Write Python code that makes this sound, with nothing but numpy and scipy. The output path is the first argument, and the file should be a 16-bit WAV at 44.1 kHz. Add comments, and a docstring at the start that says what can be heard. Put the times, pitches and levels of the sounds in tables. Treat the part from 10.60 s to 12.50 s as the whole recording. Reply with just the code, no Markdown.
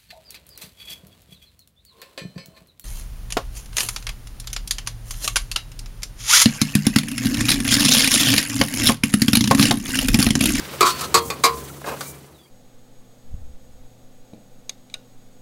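"""A small steel shield is knocked hard three times; each clank buzzes for a moment, then the disc rings out.
Plate armour taps, scrapes and clinks in between as the wearer shifts, with dull rubs and soft thumps.
The ringing is a set of fading pure tones; the scraping is many tiny slips of one surface on another.
Behind it is a park: airy hiss, a distant engine hum and a small bird. The background fades at the end."""
import sys
import numpy as np
from scipy import signal
from scipy.fft import rfft, irfft, next_fast_len
from scipy.io import wavfile
from scipy.ndimage import uniform_filter1d, minimum_filter1d, map_coordinates

SR = 44100
rng = np.random.default_rng(int(sys.argv[2]) if len(sys.argv) > 2 else 0)


def wrap_up_sound(samples):
    """Save the sound to the file named by the first command line argument, as 16-bit audio."""
    columns = np.atleast_2d(samples).T
    # keep every value between -1 and 1, then stretch to whole-number steps
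    tamed = np.clip(columns, -1, 1)
    steps = np.round(tamed * 32767).astype(np.int16)
    wavfile.write(sys.argv[1], SR, steps)


N = 83790  # 1.9 seconds


def amp(db):
    """Turn decibels into a number to multiply by."""
    return 10 ** (np.asarray(db) / 20)


def unit(x):
    """Scale a sound to an average (rms) level of 1."""
    return x / np.sqrt(np.mean(x ** 2) + 1e-20)


def along(points, hz):
    """Read between (Hz, value) points, with octaves evenly spaced."""
    point_hz, values = np.transpose(points)
    return np.interp(np.log(hz + 1), np.log(point_hz + 1), values)


def since(start):
    """Seconds since the start, zero before it."""
    return np.maximum(np.arange(N) / SR - start, 0)


def wobble(rate):
    """A smooth curve through `rate` random values a second."""
    return map_coordinates(rng.standard_normal(int(N * rate / SR) + 4), [np.arange(N) * rate / SR])


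def filtered(x, gain_at):
    """Turn each frequency up or down by gain_at(hz)."""
    size = next_fast_len(N + SR // 4)
    return irfft(rfft(x, size) * gain_at(np.fft.rfftfreq(size, 1 / SR)), size)[:N]


def noise(colour, tilt_db=0):
    """Noise with a colour (how strong each frequency is), tilted by tilt_db per octave."""
    white = rng.standard_normal(N)
    return unit(filtered(white, lambda hz: amp(along(colour, hz) + tilt_db * np.log2(hz + 1))))


def stroke(start, length, peak=0.3):
    """A quick, smooth swell and a slower fall."""
    return np.sin(np.pi * np.interp(since(start) / length, [0, peak, 1], [0, .5, 1]))


def swells(strokes):
    """One loudness curve from many strokes."""
    return sum(amp(db) * stroke(start, length) for start, length, db in strokes)


def plate_resonance(x, depth_db=3.5, spacing_hz=30.33):
    """A thin plate favours many irregularly spaced frequencies."""
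    bumps = rng.standard_normal(4096)
    ripple = lambda hz: np.tanh(2 * map_coordinates(bumps, [hz / spacing_hz], mode="wrap"))
    return unit(filtered(x, lambda hz: amp(depth_db * ripple(hz))))


def friction(strokes, colour, smooth, slips_per_s=900, catch_db=1.5):
    """Sliding surfaces catch and slip, shaking a plate; `smooth` adds even hiss."""
    slips = unit((rng.random(N) < slips_per_s / SR) * rng.standard_normal(N))
    sliding = slips + smooth * rng.standard_normal(N)
    coloured = filtered(sliding, lambda hz: amp(along(colour, hz)))
    catching = amp(catch_db * wobble(120))
    return plate_resonance(coloured * catching) * swells(strokes)


# The air over time. Each row: time in seconds, then low, middle and hiss levels in dB before trimming.
AIR_LEVELS = [(0, -39, -39.5, -47), (.16, -42.5, -39, -44), (.35, -38.5, -36.5, -40),
              (.44, -36.5, -39.5, -41), (0.512, -36.5, -46, -47), (.67, -37, -50.5, -39.5),
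              (.78, -42, -45.5, -49), (.98, -40, -47.5, -42), (1.07, -41.5, -46.5, -45),
              (1.22, -42.5, -51.5, -51), (1.32, -42, -45.5, -50.5), (1.48, -42, -49, -38),
              (1.56, -46, -52, -53), (1.69, -50.5, -57, -57.5), (1.9, -61, -66.5, -64.5)]
# The colours of those three bands. Each row: frequency in Hz, relative level in dB.
LOW_COLOUR = [(25, -29.5), (45, -39), (70, 5.5), (100, -5), (170, -0.5), (380, -0.5), (700, -8),
              (1200, -11.5), (2500, -44)]
MID_COLOUR = [(500, -12), (1300, 3.5), (2500, 2), (4500, -0.5), (6000, -6), (9000, -35)]
HISS_COLOUR = [(3000, -22), (6200, 3), (9500, 3), (12000, 0.5), (15500, 1.5)]


def park_air(trims_db=(0.5, -0.5, 2.5), waver_db=1.78):
    """Outdoor air: three bands of noise, each wavering a little."""
    times, *bands = np.transpose(AIR_LEVELS)
    out = np.zeros(N)
    for colour, levels, trim_db in zip([LOW_COLOUR, MID_COLOUR, HISS_COLOUR], bands, trims_db):
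        db = np.interp(since(0), times, levels) + trim_db
        out += noise(colour) * amp(db + waver_db * wobble(70))
    return out


# The engine's tones. Each row: pitch in Hz, level in dB.
ENGINE_TONES = [(71, -50), (140.2, -42.5)]


def engine_hum(drift_rad=0.9, waver_db=0.5, fade_start_s=1.52, fade_db_per_s=52):
    """A far engine's two lowest tones drift slightly, then fade."""
    tones = sum(amp(db + waver_db * wobble(10.6))
                * np.sin(2 * np.pi * hz * since(0) + drift_rad * wobble(9.3)) for hz, db in ENGINE_TONES)
    return tones * amp(-fade_db_per_s * since(fade_start_s))


# The rubs. Each row: start in seconds, length in seconds, level in dB.
RUB_STROKES = [(.125, 0.05, -35.5), (.435, .03, -32.5), (1.214, 0.01, -38), (1.241, 0.024, -34),
               (1.26, 0.054, -24), (1.30, 0.054, -29), (1.331, 0.033, -36), (1.36, 0.029, -40.5)]
# Their colour. Each row: frequency in Hz, relative level in dB.
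RUB_COLOUR = [(80, -29), (170, -8), (290, -13.5), (420, 1.5), (750, -4.5), (1050, -0.5), (1350, -9),
              (1700, -7.5), (2000, -20), (2750, -11), (3100, -22.5), (6000, -24), (15500, -26.5)]


def strap_rubs():
    """A strap rubs on armour with a dull, grainy sound."""
    return friction(RUB_STROKES, RUB_COLOUR, smooth=1.5)


# The shield's own tones. Each row: pitch in Hz, seconds to fade by 60 dB (called t60),
# then the level in dB when struck at spot 0, spot 1 and spot 2.
SHIELD_TONES = [(182, .2, -40, -27, -40), (361, .24, -23, -17, -25), (443, .12, -18, -19, -21),
                (461, .48, -29, -20, -19), (748, .17, -31, -26, -17), (942, .26, -24, -22, -29),
                (1026, .37, -19, -32, -12), (1054, .32, -17, -21, -25), (1094, .22, -23, -25, -8),
                (1125, .15, -9, -6, -26), (1211, .22, -12, -16, -12), (1287, .25, -12, -30, -36),
                (1329, .27, -18, -35, -42), (1370, .22, -18, -29, -34), (2152, .13, -31, -27, -17),
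                (2336, .16, -28, -34, -21), (2401, .22, -24, -36, -35), (2547, .13, -30, -19, -22),
                (3257, .38, -40, -34, -45), (3900, .17, -24, -30, -28), (4027, .14, -30, -26, -16),
                (4316, .16, -28, -16, -28), (4610, .16, -25, -21, -33), (4854, .14, -33, -23, -10),
                (6690, .13, -33, -20, -26), (7435, .11, -42, -34, -15), (7725, .1, -42, -14, -30),
                (11400, .09, -44, -26, -27)]


def shield_ring(start, spot, sustain, rise_s=0.0031, scatter_db=2.43, waver_rad=0.067):
    """The spot struck sets each tone's strength; anything touching the disc shortens the ring."""
    t, out = since(start), np.zeros(N)
    for hz, t60, *spot_db in SHIELD_TONES:
        phase = 2 * np.pi * (hz * t + rng.random())
        phase += waver_rad * np.interp(t, np.linspace(0, 1, 100), rng.standard_normal(100))
        db = spot_db[spot] + scatter_db * rng.normal()
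        out += amp(db - 60 * t / (t60 * sustain)) * np.sin(phase)
    return out * (1 - np.exp(-t / rise_s))


# The colours of the first crack and the crash. Each row: frequency in Hz, relative level in dB.
CRACK_COLOUR = [(500, -28.5), (2500, 0.5), (6000, 0), (10000, -5.5), (15500, -6.5)]
CRASH_COLOUR = [(25, -56), (70, -30.5), (160, -6), (400, 3.5), (620, 1.5), (850, 2), (1200, 5), (1650, -2),
                (2300, -1.5), (2950, -8.5), (4400, 1.5), (5700, -5.5), (7500, -2.5), (9500, -8),
                (12000, -10), (15500, -21)]
# How the crash dies. Each row: frequency in Hz, seconds to fade by 60 dB.
CRASH_FADE = [(200, .2), (1200, 0.13), (2500, 0.19), (4500, 0.11), (8000, 0.056), (15000, 0.11)]


def shield_crash(start, tilt_db, buzz_s, rise_s=0.00027, crack_db=2.5, crack_t60=0.038):
    """Contact makes a sharp crack; crowded resonances hold while it buzzes, then die away."""
    wash = plate_resonance(noise(CRASH_COLOUR, tilt_db))
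    hz, t, bands = signal.stft(wash, SR, nperseg=256)  # split so each band fades at its own speed
    fade = amp(-60 * np.maximum(t - start - buzz_s, 0) / along(CRASH_FADE, hz)[:, None])
    crash = signal.istft(bands * fade, SR, nperseg=256)[1][:N]
    crack = noise(CRACK_COLOUR) * amp(crack_db - 60 * since(start) / crack_t60)
    return (crash + crack) * (1 - np.exp(-since(start) / rise_s))


# Hard knocks and light taps. Each row: start in seconds, spot struck, ring level in dB, ring time as a
# share of the free shield's, crash level in dB, brightness in dB per octave, buzz in seconds.
SHIELD_KNOCKS = [(.2075, 0, 1, 0.72, -14.5, -1.06, 0.0088), (.2260, 0, 0, 0.81, -20, -2, 0.01),
                 (.262, 0, -10.5, 1, -27, 0, 0.021), (.409, 0, -18.5, 1, -26.5, 2.5, 0.0072),
                 (0.5423, 1, 0.5, 0.97, -13, 0.5, 0.012), (0.7018, 1, -17.5, 0.92, -25, -2, .002),
                 (0.838, 2, 0.5, 0.96, -15, 0.5, 0.022), (1.408, 0, -33, 0.64, -29, -1, 0.0057)]


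def shield_knocks():
    """Every knock makes the steel crash and ring."""
    return sum(amp(ring_db) * shield_ring(start, spot, sustain)
               + amp(crash_db) * shield_crash(start, tilt_db, buzz_s)
               for start, spot, ring_db, sustain, crash_db, tilt_db, buzz_s in SHIELD_KNOCKS)


# The scrapes. Each row: start in seconds, length in seconds, level in dB.
SCRAPE_STROKES = [(.24, 0.097, -19.5), (.375, 0.057, -32), (.428, 0.046, -29.5), (.565, .035, -19.5),
                  (.63, 0.067, -47), (.836, 0.0055, -22.5), (.925, .04, -42), (.97, 0.036, -41.5),
                  (1.255, 0.023, -36.5), (1.36, .05, -49), (1.44, 0.044, -44.5)]
# Their colour. Each row: frequency in Hz, relative level in dB.
SCRAPE_COLOUR = [(150, -34), (600, -11.5), (1200, 11), (2000, -5), (3000, -2), (4300, 6), (5500, -1),
                 (6600, -0.5), (8500, -3.5), (15500, -12)]


def armour_scrapes():
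    """Steel slides on steel, brighter and smoother than the rubs."""
    return friction(SCRAPE_STROKES, SCRAPE_COLOUR, smooth=3.3)


# Small plates. Each row: start in seconds, pitch in Hz, level in dB, seconds to fade by 60 dB.
PLATE_NOTES = [(0.313, 4440, -29.5, 0.29), (0.7011, 2434, -26, 0.12), (.7015, 3570, -22.5, 0.062),
               (.7015, 4650, -41, 0.051), (1.099, 1363, -31, 0.036), (1.242, 1640, -29, 0.06),
               (1.242, 2110, -35, 0.05), (1.337, 895, -24, 0.049), (1.41, 1474, -24, 0.048)]


def armour_clinks(rise_s=0.0013):
    """Loose plates each ring with one note."""
    out = np.zeros(N)
    for start, hz, db, t60 in PLATE_NOTES:
        t = since(start)
        out += amp(db - 60 * t / t60) * np.sin(2 * np.pi * hz * t) * (1 - np.exp(-t / rise_s))
    return out


# The thumps. Each row: start in seconds, length in seconds, level in dB.
THUMP_STROKES = [(.435, 0.089, -41.5), (0.53, .06, -38), (0.66, 0.063, -36)]
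# Their colour. Each row: frequency in Hz, relative level in dB.
THUMP_COLOUR = [(25, -32.5), (50, -9.5), (75, 1), (130, 0), (220, -9), (500, -51)]


def body_thumps():
    """The body thumps softly: short swells of deep noise."""
    return noise(THUMP_COLOUR) * swells(THUMP_STROKES)


# The bird's song. Each row: start and length in seconds, first and last pitch in Hz, level in dB.
BIRD_NOTES = [(1.453, 0.051, 2320, 2330, -43), (1.479, 0.039, 3980, 3650, -51),
              (1.739, 0.037, 3980, 3650, -55), (1.778, 0.0584, 3560, 3220, -54.5),
              (1.788, 0.11, 4660, 4640, -62), (1.827, 0.053, 3260, 3200, -58.5),
              (1.855, 0.041, 2100, 2610, -61)]


def bird(pitch_waver=0.0123, flutter_db=2, echo_t60=0.26, echo_db=-6):
    """Short wavering whistles, scattered by the trees."""
    song = np.zeros(N)
    for start, length, first_hz, last_hz, db in BIRD_NOTES:
        hz = np.interp(since(start), [0, length], [first_hz, last_hz]) * (1 + pitch_waver * wobble(300))
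        loudness = amp(db + flutter_db * wobble(120)) * stroke(start, length)
        song += loudness * np.sin(2 * np.pi * np.cumsum(hz) / SR)
    tail = rng.standard_normal(N) * amp(-60 * since(0) / echo_t60)
    echo = signal.fftconvolve(song, tail / np.linalg.norm(tail))[:N]
    return song + amp(echo_db) * echo


def scene():
    """Shield and armour close by, the park behind, in one channel."""
    wearer = armour_scrapes() + strap_rubs() + armour_clinks() + body_thumps()
    return (shield_knocks() + wearer + park_air() + engine_hum() + bird())[None]


def record(dry, ceiling=0.99, hold_s=0.0016, top_hz=15750):
    """A fast limiter turns down the loudest peaks, then the highest treble is cut."""
    width = int(hold_s * SR)
    safe_gain = np.minimum(1, ceiling / (np.abs(dry[0]) + 1e-9))
    smooth_gain = uniform_filter1d(minimum_filter1d(safe_gain, width), width)
    return filtered(dry[0] * smooth_gain, lambda hz: hz < top_hz)[None]


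dry = scene()
out = record(dry)
wrap_up_sound(out)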